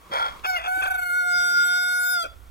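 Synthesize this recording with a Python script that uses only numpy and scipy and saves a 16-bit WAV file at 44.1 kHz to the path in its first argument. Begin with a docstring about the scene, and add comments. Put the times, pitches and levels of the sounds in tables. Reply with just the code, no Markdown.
"""A rooster crows once, close by, in a village yard between stone walls.
A hoarse first note, a short clear one, a third that cracks and flutters, then a long held note that
brightens, sags and ends in a croak. Clear notes are stacks of sine waves; rough ones are uneven pulses
and puffs of noise ringing in a throat filter. Delayed copies make the echoes of walls and ground.
Shaped noise makes the wind rumbling on the microphones, a faint far-off sound, village air and bumps."""
import sys
import numpy as np
from scipy import signal
from scipy.fft import rfft, irfft
from scipy.io import wavfile
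from scipy.ndimage import uniform_filter1d, map_coordinates

SR = 44100
rng = np.random.default_rng(int(sys.argv[2]) if len(sys.argv) > 2 else 0)


def pcm_store(signal):
    """Save signal as 16-bit PCM."""
    levels = np.round(np.clip(np.atleast_2d(signal), -1, 1) * 32767)
    wavfile.write(sys.argv[1], SR, levels.astype(np.int16).T)


N = 110250
T = np.arange(N) / SR  # time of every sample, s
GRAIN_HZ = 80  # how fast the level grain of the voice changes

# Level of the clear voice
# [t/s, fundamental level/dB, second harmonic level/dB, third harmonic level/dB, treble level/dB]
VOICE = [(0.431, -68, -63, -85, -82), (0.46, -32, -30.5, -37.5, -40), (0.501, -26.5, -22, -37, -36.5),
         (0.528, -29, -29, -38, -43), (0.568, -30, -25.5, -27, -41.5), (.597, -39, -81, -39.5, -52.5),
         (0.649, -45, -56, -52, -94), (0.679, -26, -26, -44, -44), (.80, -31, -23, -43, -42.5),
         (.92, -28, -22, -42.5, -40.5), (1.061, -39.5, -26, -38.5, -41.5), (1.185, -46, -20, -38, -43.5),
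         (1.254, -34, -24, -41, -45), (1.352, -35.5, -19.5, -35.5, -33.5), (1.53, -43, -21, -47, -35),
         (1.58, -66.5, -16.5, -42, -33.5), (1.66, -42, -20, -42, -33.5), (1.80, -39, -21, -40, -33.5),
         (1.96, -42, -21.5, -41, -36.5), (2.12, -41.5, -23, -48.5, -30.5), (2.17, -35, -22, -45.5, -35),
         (2.229, -38, -29, -50, -32), (2.254, -36, -56, -78, -46), (2.29, -73, -81, -61, -70)]
# Treble colour with throat and beak in the bright posture [f/Hz, level/dB]
BRIGHT = [(2950, -1), (4480, 1), (5200, 6), (6000, -5), (7450, -5), (8200, -40), (9000, -5), (13400, -4.5),
          (15800, -20)]
# Treble colour in the opening posture [f/Hz, level/dB]
OPENING = [(2950, -4.5), (3700, -6.5), (4500, 0), (5200, -14.5), (6000, -5), (6700, -7.5), (7450, 3.5),
           (8700, -3.5), (13400, 1), (15800, -20)]
# Treble colour in the held posture [f/Hz, level/dB]
HELD = [(2870, -14.5), (3590, 2), (4300, -12.5), (5030, 5), (5740, 0), (6460, -13.5), (7180, -18),
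        (7900, -5), (8620, -17), (9340, -4.5), (10400, -26.5), (11480, -8), (12300, -15.5), (13700, -17.5),
        (15800, -27)]
# Treble colour in the strained posture [f/Hz, level/dB]
STRAINED = [(2900, -21.5), (3450, 1), (4350, -11), (5000, 0.5), (5800, -14.5), (7250, -4.5), (8700, -16.5),
            (9430, 2), (10900, -12.5), (13000, -6.5), (15250, -2.5), (15950, -23)]
# Treble colour in the closing posture [f/Hz, level/dB]
CLOSING = [(2700, -15), (3400, 7.5), (4100, -19), (4850, 4.5), (5600, -10), (9000, -12.5), (15800, -26)]
# Order of the postures, each gliding into the next [t/s, posture]
POSTURES = [(.56, BRIGHT), (.66, OPENING), (1.1, OPENING), (1.4, HELD), (1.8, HELD), (2.05, STRAINED),
            (2.13, STRAINED), (2.18, CLOSING)]


def from_db(db):
    """Turn decibels into a gain."""
    return 10 ** (np.asarray(db) / 20)


def rms_one(x):
    """Scale a sound to an average strength (rms) of 1."""
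    return x / np.sqrt(np.mean(x ** 2) + 1e-20)


def in_time(rows):
    """Read each column of a table that starts with time, at every sample."""
    s, *columns = np.transpose(rows)
    return [np.interp(T, s, column) for column in columns]


def at_hz(spectrum, hz):
    """Read a spectrum in dB at any frequency, along a logarithmic frequency axis."""
    f, db = np.transpose(spectrum)
    return np.interp(np.log(hz + 1), np.log(f), db)


def colour(x, spectrum):
    """Filter a sound so that it rings after each pulse, never before it (minimum phase); rms 1."""
    log_gain = np.log(from_db(at_hz(spectrum, np.fft.rfftfreq(N, 1 / SR))))
    cepstrum = irfft(log_gain, N)
    one_sided = 2 * cepstrum * (np.arange(N) < N // 2)
    return rms_one(irfft(rfft(x) * np.exp(rfft(one_sided)), N))


def drift(hz):
    """Smooth random wandering with spread 1, made of noise faded out above hz."""
    fade = 1 + (np.fft.rfftfreq(N, 1 / SR) / hz) ** 4
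    return rms_one(irfft(rfft(rng.standard_normal(N)) / fade, N))


def pan(db):
    """Left and right gains for a level difference, left minus right."""
    return from_db(np.array([[1], [-1]]) * db / 2)


def burst(s, length, db):
    """A rounded swell peaking at s; one length away from the peak it is down to 14 percent."""
    return from_db(db) * np.exp(-2 * ((T - s) / length) ** 2)


def clear_voice():
    """The syrinx vibrates regularly: harmonics pass the throat, with flutter, period doubling and hiss."""
    # Pitch of the voice, before flutter and wander [t/s, f/Hz]
    pitch_curve = [(.44, 736), (.49, 753), (.525, 735), (.562, 722), (.592, 640.9), (.64, 714.4),
                   (.70, 739), (.81, 758.4), (.92, 748), (1.02, 729), (1.11, 715), (1.175, 729.9),
                   (1.24, 718.2), (1.62, 716.6), (1.76, 722.8), (2.135, 727.5), (2.2, 690.4), (2.26, 641.3)]
    # Unsteadiness of the syrinx [t/s, share of pitch]
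    jitter_curve = [(.44, .012), (.48, .0035), (.545, .0045), (.57, .016), (.62, .03), (.685, .0045),
                    (.805, .0045), (.828, .022), (.865, .018), (.89, .0055), (1.03, .0045), (1.14, .0012),
                    (2.12, .0012), (2.2, .003), (2.24, .006)]
    # Flutter [t/s, depth 0-1]
    flutter_curve = [(.79, 0.15), (.825, 1), (.98, 0.9), (1.02, 0.45), (1.14, 0)]
    # Alternate cycles differ, which gives lines between the harmonics; both levels relative to the
    # treble, before their colour is added [t/s, low lines level/dB, high lines level/dB]
    doubling_curve = [(1.30, -48, -45), (1.42, -21, -24), (1.73, -21, -23), (1.82, -38, -16),
                      (1.92, -44, -28), (2.15, -44, -28)]
    # Colour of the lines between the harmonics [f/Hz, level/dB]
    doubling_colour = [(360, -5), (1080, 8.5), (1800, -7), (2500, -5), (3230, 5.5), (4000, -14),
                       (6800, -11), (7550, 0.5), (8500, -6.5), (15000, -5)]
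    # Colour of the hiss of air [f/Hz, level/dB]
    hiss_colour = [(500, -20), (4000, -18), (12000, 0)]
    hiss_db = -31  # relative to the treble, before the sqrt(2) at the end adds 3 dB

    (pitch,), (jitter,), (depth,) = map(in_time, (pitch_curve, jitter_curve, flutter_curve))
    low_lines_db, high_lines_db = in_time(doubling_curve)
    *low_db, treble_db = in_time(VOICE)

    flutter_hz, flutter_dip_s, flutter_db, flutter_bend = 26.5, .821, 13, .02  # bend: share of pitch
    beat = 2 * np.pi * flutter_hz * (T - flutter_dip_s)
    wander = .00072 * drift(14.7)  # share of pitch
    pitch = pitch * (1 + flutter_bend * depth * np.sin(beat) + wander)
    phase = 2 * np.pi * np.cumsum(pitch * (1 + jitter * drift(94))) / SR

    # An unsteady syrinx also shakes the strength of the harmonics
    steady_jitter = .002
    grain_db = np.minimum(700 * jitter, 5.5)  # dB per unit of jitter, and limit in dB
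    low_grain_db = .29 * grain_db * (jitter > 2 * steady_jitter)
    low = 0
    for k, db in enumerate(low_db, 1):
        low = low + from_db(db + low_grain_db * drift(GRAIN_HZ)) * np.sin(k * phase)

    times, throats = zip(*POSTURES)
    shares = [np.interp(T, times, row) for row in np.eye(len(times))]
    treble_grain_db = np.maximum(grain_db, 1.6)  # the overtones always keep a little grain
    scatter_depth = 17 * np.maximum(jitter - steady_jitter, 0)  # radians per harmonic number
    treble, power = 0, 0
    for k in range(4, 24):
        throat_db = sum(share * at_hz(throat, k * pitch) for share, throat in zip(shares, throats))
        shimmer_db = 3 * drift(14.6)  # each overtone swells on its own
        gain = from_db(throat_db + shimmer_db + treble_grain_db * drift(GRAIN_HZ))
        scatter = scatter_depth * k * drift(170)
        treble = treble + gain * np.sin(k * phase + rng.uniform(0, np.pi) + scatter)
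        power = power + gain ** 2

    between = 0
    for k in range(21):
        line_db = low_lines_db if k < 6 else high_lines_db
        line_db = line_db + at_hz(doubling_colour, (k + .5) * pitch.mean())
        between = between + from_db(line_db) * np.sin((k + .5) * phase)

    # The air hisses in step with the vibration
    hiss = from_db(hiss_db) * colour(rng.standard_normal(N) * (1 + np.cos(phase)), hiss_colour)
    dips = from_db(-flutter_db * depth * ((1 + np.cos(beat)) / 2) ** 2)
    upper = from_db(treble_db) * (treble / np.sqrt(power) + between + hiss)
    return np.sqrt(2) * dips * (low + upper)  # sqrt(2) gives a sine of peak 1 an rms of 1


def rasp(pulse_hz, jitter, throat):
    """Irregular pulses, each with a puff of turbulence, ring in the throat with coarse grain; rms near 1."""
    cycles = np.cumsum(pulse_hz * (1 + jitter * drift(300))) / SR
    pulses = rms_one(np.diff(np.floor(cycles), prepend=0))
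    puffs = rms_one(rng.standard_normal(N) * np.exp(-4 * (cycles % 1)))
    sound = colour(pulses + puffs, throat)
    running_rms = np.sqrt(uniform_filter1d(sound ** 2, size=500) + 1e-9)
    grain = from_db(1.4 * drift(GRAIN_HZ))
    return grain * sound / running_rms


def rough_voice():
    """The syrinx vibrates chaotically: the first note, the cracks and the closing croak."""
    # Hoarse first note [t/s, level/dB]
    hoarse_curve = [(.105, -58), (.123, -28), (.17, -24.5), (.24, -27), (.28, -29.5), (.335, -43),
                    (.41, -60)]
    # Throat of the first note [f/Hz, level/dB]
    hoarse_throat = [(150, -34), (400, -29.5), (550, -12), (900, -0.5), (1180, -7.5), (1410, 3.5),
                     (1600, -13.5), (1820, -13), (2290, -11), (2880, -36.5), (3270, -5.5), (3900, -31.5),
                     (4450, -21.5), (4850, -30.5), (5120, -23.5), (6300, -37), (10000, -35.5), (16000, -46)]
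    # The voice cracks [t/s, length/s, level/dB]
    crack_rows = [(0.453, 0.015, -23.5), (0.58, 0.062, -36), (0.628, 0.056, -41), (0.664, 0.029, -29.5),
                  (0.828, 0.015, -27), (0.861, 0.011, -27.5), (0.877, 0.17, -39)]
    # Throat of the cracks [f/Hz, level/dB]
    crack_throat = [(200, -27.5), (650, -5.5), (1000, 2.5), (1380, 4.5), (1750, -5), (2000, -18),
                    (2600, 2.5), (3050, -24), (3400, 2), (4000, -50), (4500, -23), (16000, -40.5)]
    # Throat of the croak [f/Hz, level/dB]
    croak_throat = [(150, -18.5), (480, 5), (700, 4), (1000, -13.5), (1440, 15.5), (1900, -43), (2420, 5),
                    (2900, -16), (5500, -28.5)]

    # jitter: spread of the pulse rate, as a share of it
    first = from_db(in_time(hoarse_curve)[0]) * rasp(pulse_hz=457.4, jitter=.22, throat=hoarse_throat)
    crack_level = sum(burst(*row) for row in crack_rows)
    cracks = crack_level * rasp(pulse_hz=667.0, jitter=.18, throat=crack_throat)
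    croak = burst(s=2.254, length=.023, db=-31) * rasp(pulse_hz=489.2, jitter=.2, throat=croak_throat)
    return first + cracks + croak + flares()


def flares():
    """Narrow rings, sine waves with a wavering phase, swell and die in the rough parts."""
    # Rings in the first note, as the second note breaks, and after the croak
    # [t/s, length/s, level/dB, f/Hz]
    flare_rows = [(0.137, 0.029, -34, 550), (0.213, 0.089, -27, 1400), (0.222, 0.047, -37, 3330),
                  (0.572, 0.016, -30.5, 2810), (2.282, 0.081, -53.5, 3400)]
    rings = 0
    for s, length, db, hz in flare_rows:
        waver = .7 * drift(90)  # radians
        rings = rings + burst(s, length, db) * np.sqrt(2) * np.sin(2 * np.pi * hz * T + waver)
    return rings


def at_microphones(x):
    """Sound reaches the right side later, and with a different balance of frequencies."""
    # The microphones turn: how much later the right one hears [t/s, delay/ms]
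    lag_curve = [(.4, 0.442), (1.3, 0.5), (2.1, 0.5122)]
    # Level difference, left minus right [f/Hz, level/dB]
    side_difference = [(700, -1), (1440, -1.5), (2200, 5.5), (3600, 1.5), (6000, 4), (8000, 5.5),
                       (12000, 1), (15500, 9.5)]
    later = np.interp(T - in_time(lag_curve)[0] / 1000, T, x)
    gains = pan(at_hz(side_difference, np.fft.rfftfreq(N, 1 / SR)))
    return irfft(rfft(np.array([x, later])) * gains, N)


def ground(x):
    """Treble glances off the ground; moving microphones change each path, so overtones swell and fade."""
    high_pass = signal.butter(4, 3200, "high", fs=SR, output="sos")
    treble = signal.sosfilt(high_pass, x + 1e-18)
    delays_ms = [2 + .05 * drift(2) for side in range(2)]
    sides = [map_coordinates(treble, [(T - ms / 1000) * SR]) for ms in delays_ms]
    return from_db(-11) * np.array(sides)


def yard(x):
    """Dull echoes return from the walls, with a thin scattered tail from the rubble."""
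    # Wall echoes [delay/s, level/dB]
    echo_rows = [(.033, -22), (.078, -23), (.108, -30)]
    tail_db, t60_s = -27, .33  # the tail fades by 60 dB in t60_s
    dull = signal.sosfilt(signal.butter(2, 4500, fs=SR, output="sos"), x + 1e-18)
    tail = rng.standard_normal((2, SR)) * from_db(-60 * T[:SR] / t60_s)
    tail *= from_db(tail_db) / np.sqrt(np.sum(tail ** 2) / 2)
    for s, db in echo_rows:
        arrival_s = s + rng.uniform(0, .001, 2)  # slightly different on each side
        tail[[0, 1], (arrival_s * SR).astype(int)] += from_db(db)
    return signal.fftconvolve(dull[None], tail)[:, :N]


def bumps():
    """Soft bumps and gritty ticks near the microphones: short puffs of noise about an octave wide."""
    # Bumps and ticks [t/s, length/s, level/dB, centre f/Hz]
    bump_rows = [(0.111, 0.014, -43, 258), (0.396, 0.003, -45, 3130), (0.779, 0.011, -43, 374.2),
                 (1.352, 0.0211, -51, 160), (1.528, 0.016, -51, 305)]
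    puffs = 0
    for s, length, db, hz in bump_rows:
        edges_hz = [hz / np.sqrt(2), hz * np.sqrt(2)]
        octave = signal.butter(2, edges_hz, "band", fs=SR, output="sos")
        noise = rms_one(signal.sosfilt(octave, rng.standard_normal(N)))
        puffs = puffs + burst(s, length, db) * noise
    return puffs


def far_sound():
    """A faint far-off sound near 1 kHz: filtered noise, partly shared by both sides."""
    # Level of the far-off sound [t/s, level/dB]
    far_curve = [(0, -57.5), (.1, -48.5), (.38, -46), (.6, -65)]
    # Its colour [f/Hz, level/dB]
    far_colour = [(300, -8.5), (850, -10.5), (1120, 2.5), (1450, -12), (12000, -30.5)]
    noise = rng.standard_normal((2, N)) + rng.standard_normal(N)
    return from_db(in_time(far_curve)[0]) * colour(noise, far_colour)


def air():
    """Wind on the microphones and distant village air: filtered noise, partly shared by both sides."""
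    # Wind, before it is panned [t/s, level/dB]
    wind_curve = [(0.0, -65), (0.14, -53), (0.73, -54), (0.83, -45.5), (1.27, -63.5), (1.41, -51.5),
                  (1.49, -69), (2.19, -67.5), (2.25, -49), (2.5, -48)]
    # Colour of the wind [f/Hz, level/dB]
    wind_colour = [(15, 7.5), (35, -7.5), (58, 14), (100, -2), (160, -20), (400, -27), (1000, -93.5)]
    # Colour of the village air [f/Hz, level/dB]
    village_colour = [(60, 3.5), (170, -2.5), (350, 2.5), (700, -3.5), (1200, -11.5), (16000, -15.5)]
    wind_noise = rng.standard_normal((2, N)) + rng.standard_normal(N)
    wind = from_db(in_time(wind_curve)[0]) * colour(wind_noise, wind_colour)
    wind = pan(-8) * wind  # stronger on the right
    village_noise = rng.standard_normal((2, N)) + 3.1 * rng.standard_normal(N)
    return wind + from_db(-58.5) * colour(village_noise, village_colour)


def scene():
    """The crow in its yard, with the sounds around it."""
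    since_start, until_end = T - VOICE[0][0], VOICE[-1][0] - T
    sounding = np.clip(np.minimum(since_start, until_end) / .005, 0, 1)  # 5 ms fades
    crow = sounding * clear_voice() + rough_voice()
    return at_microphones(crow) + ground(crow) + yard(crow) + bumps() + far_sound() + air()


def record(dry):
    """Cut the top steeply above 15.9 kHz."""
    return signal.sosfilt(signal.ellip(12, .1, 80, 15900, fs=SR, output="sos"), dry)


dry = scene()
out = record(dry)
pcm_store(out)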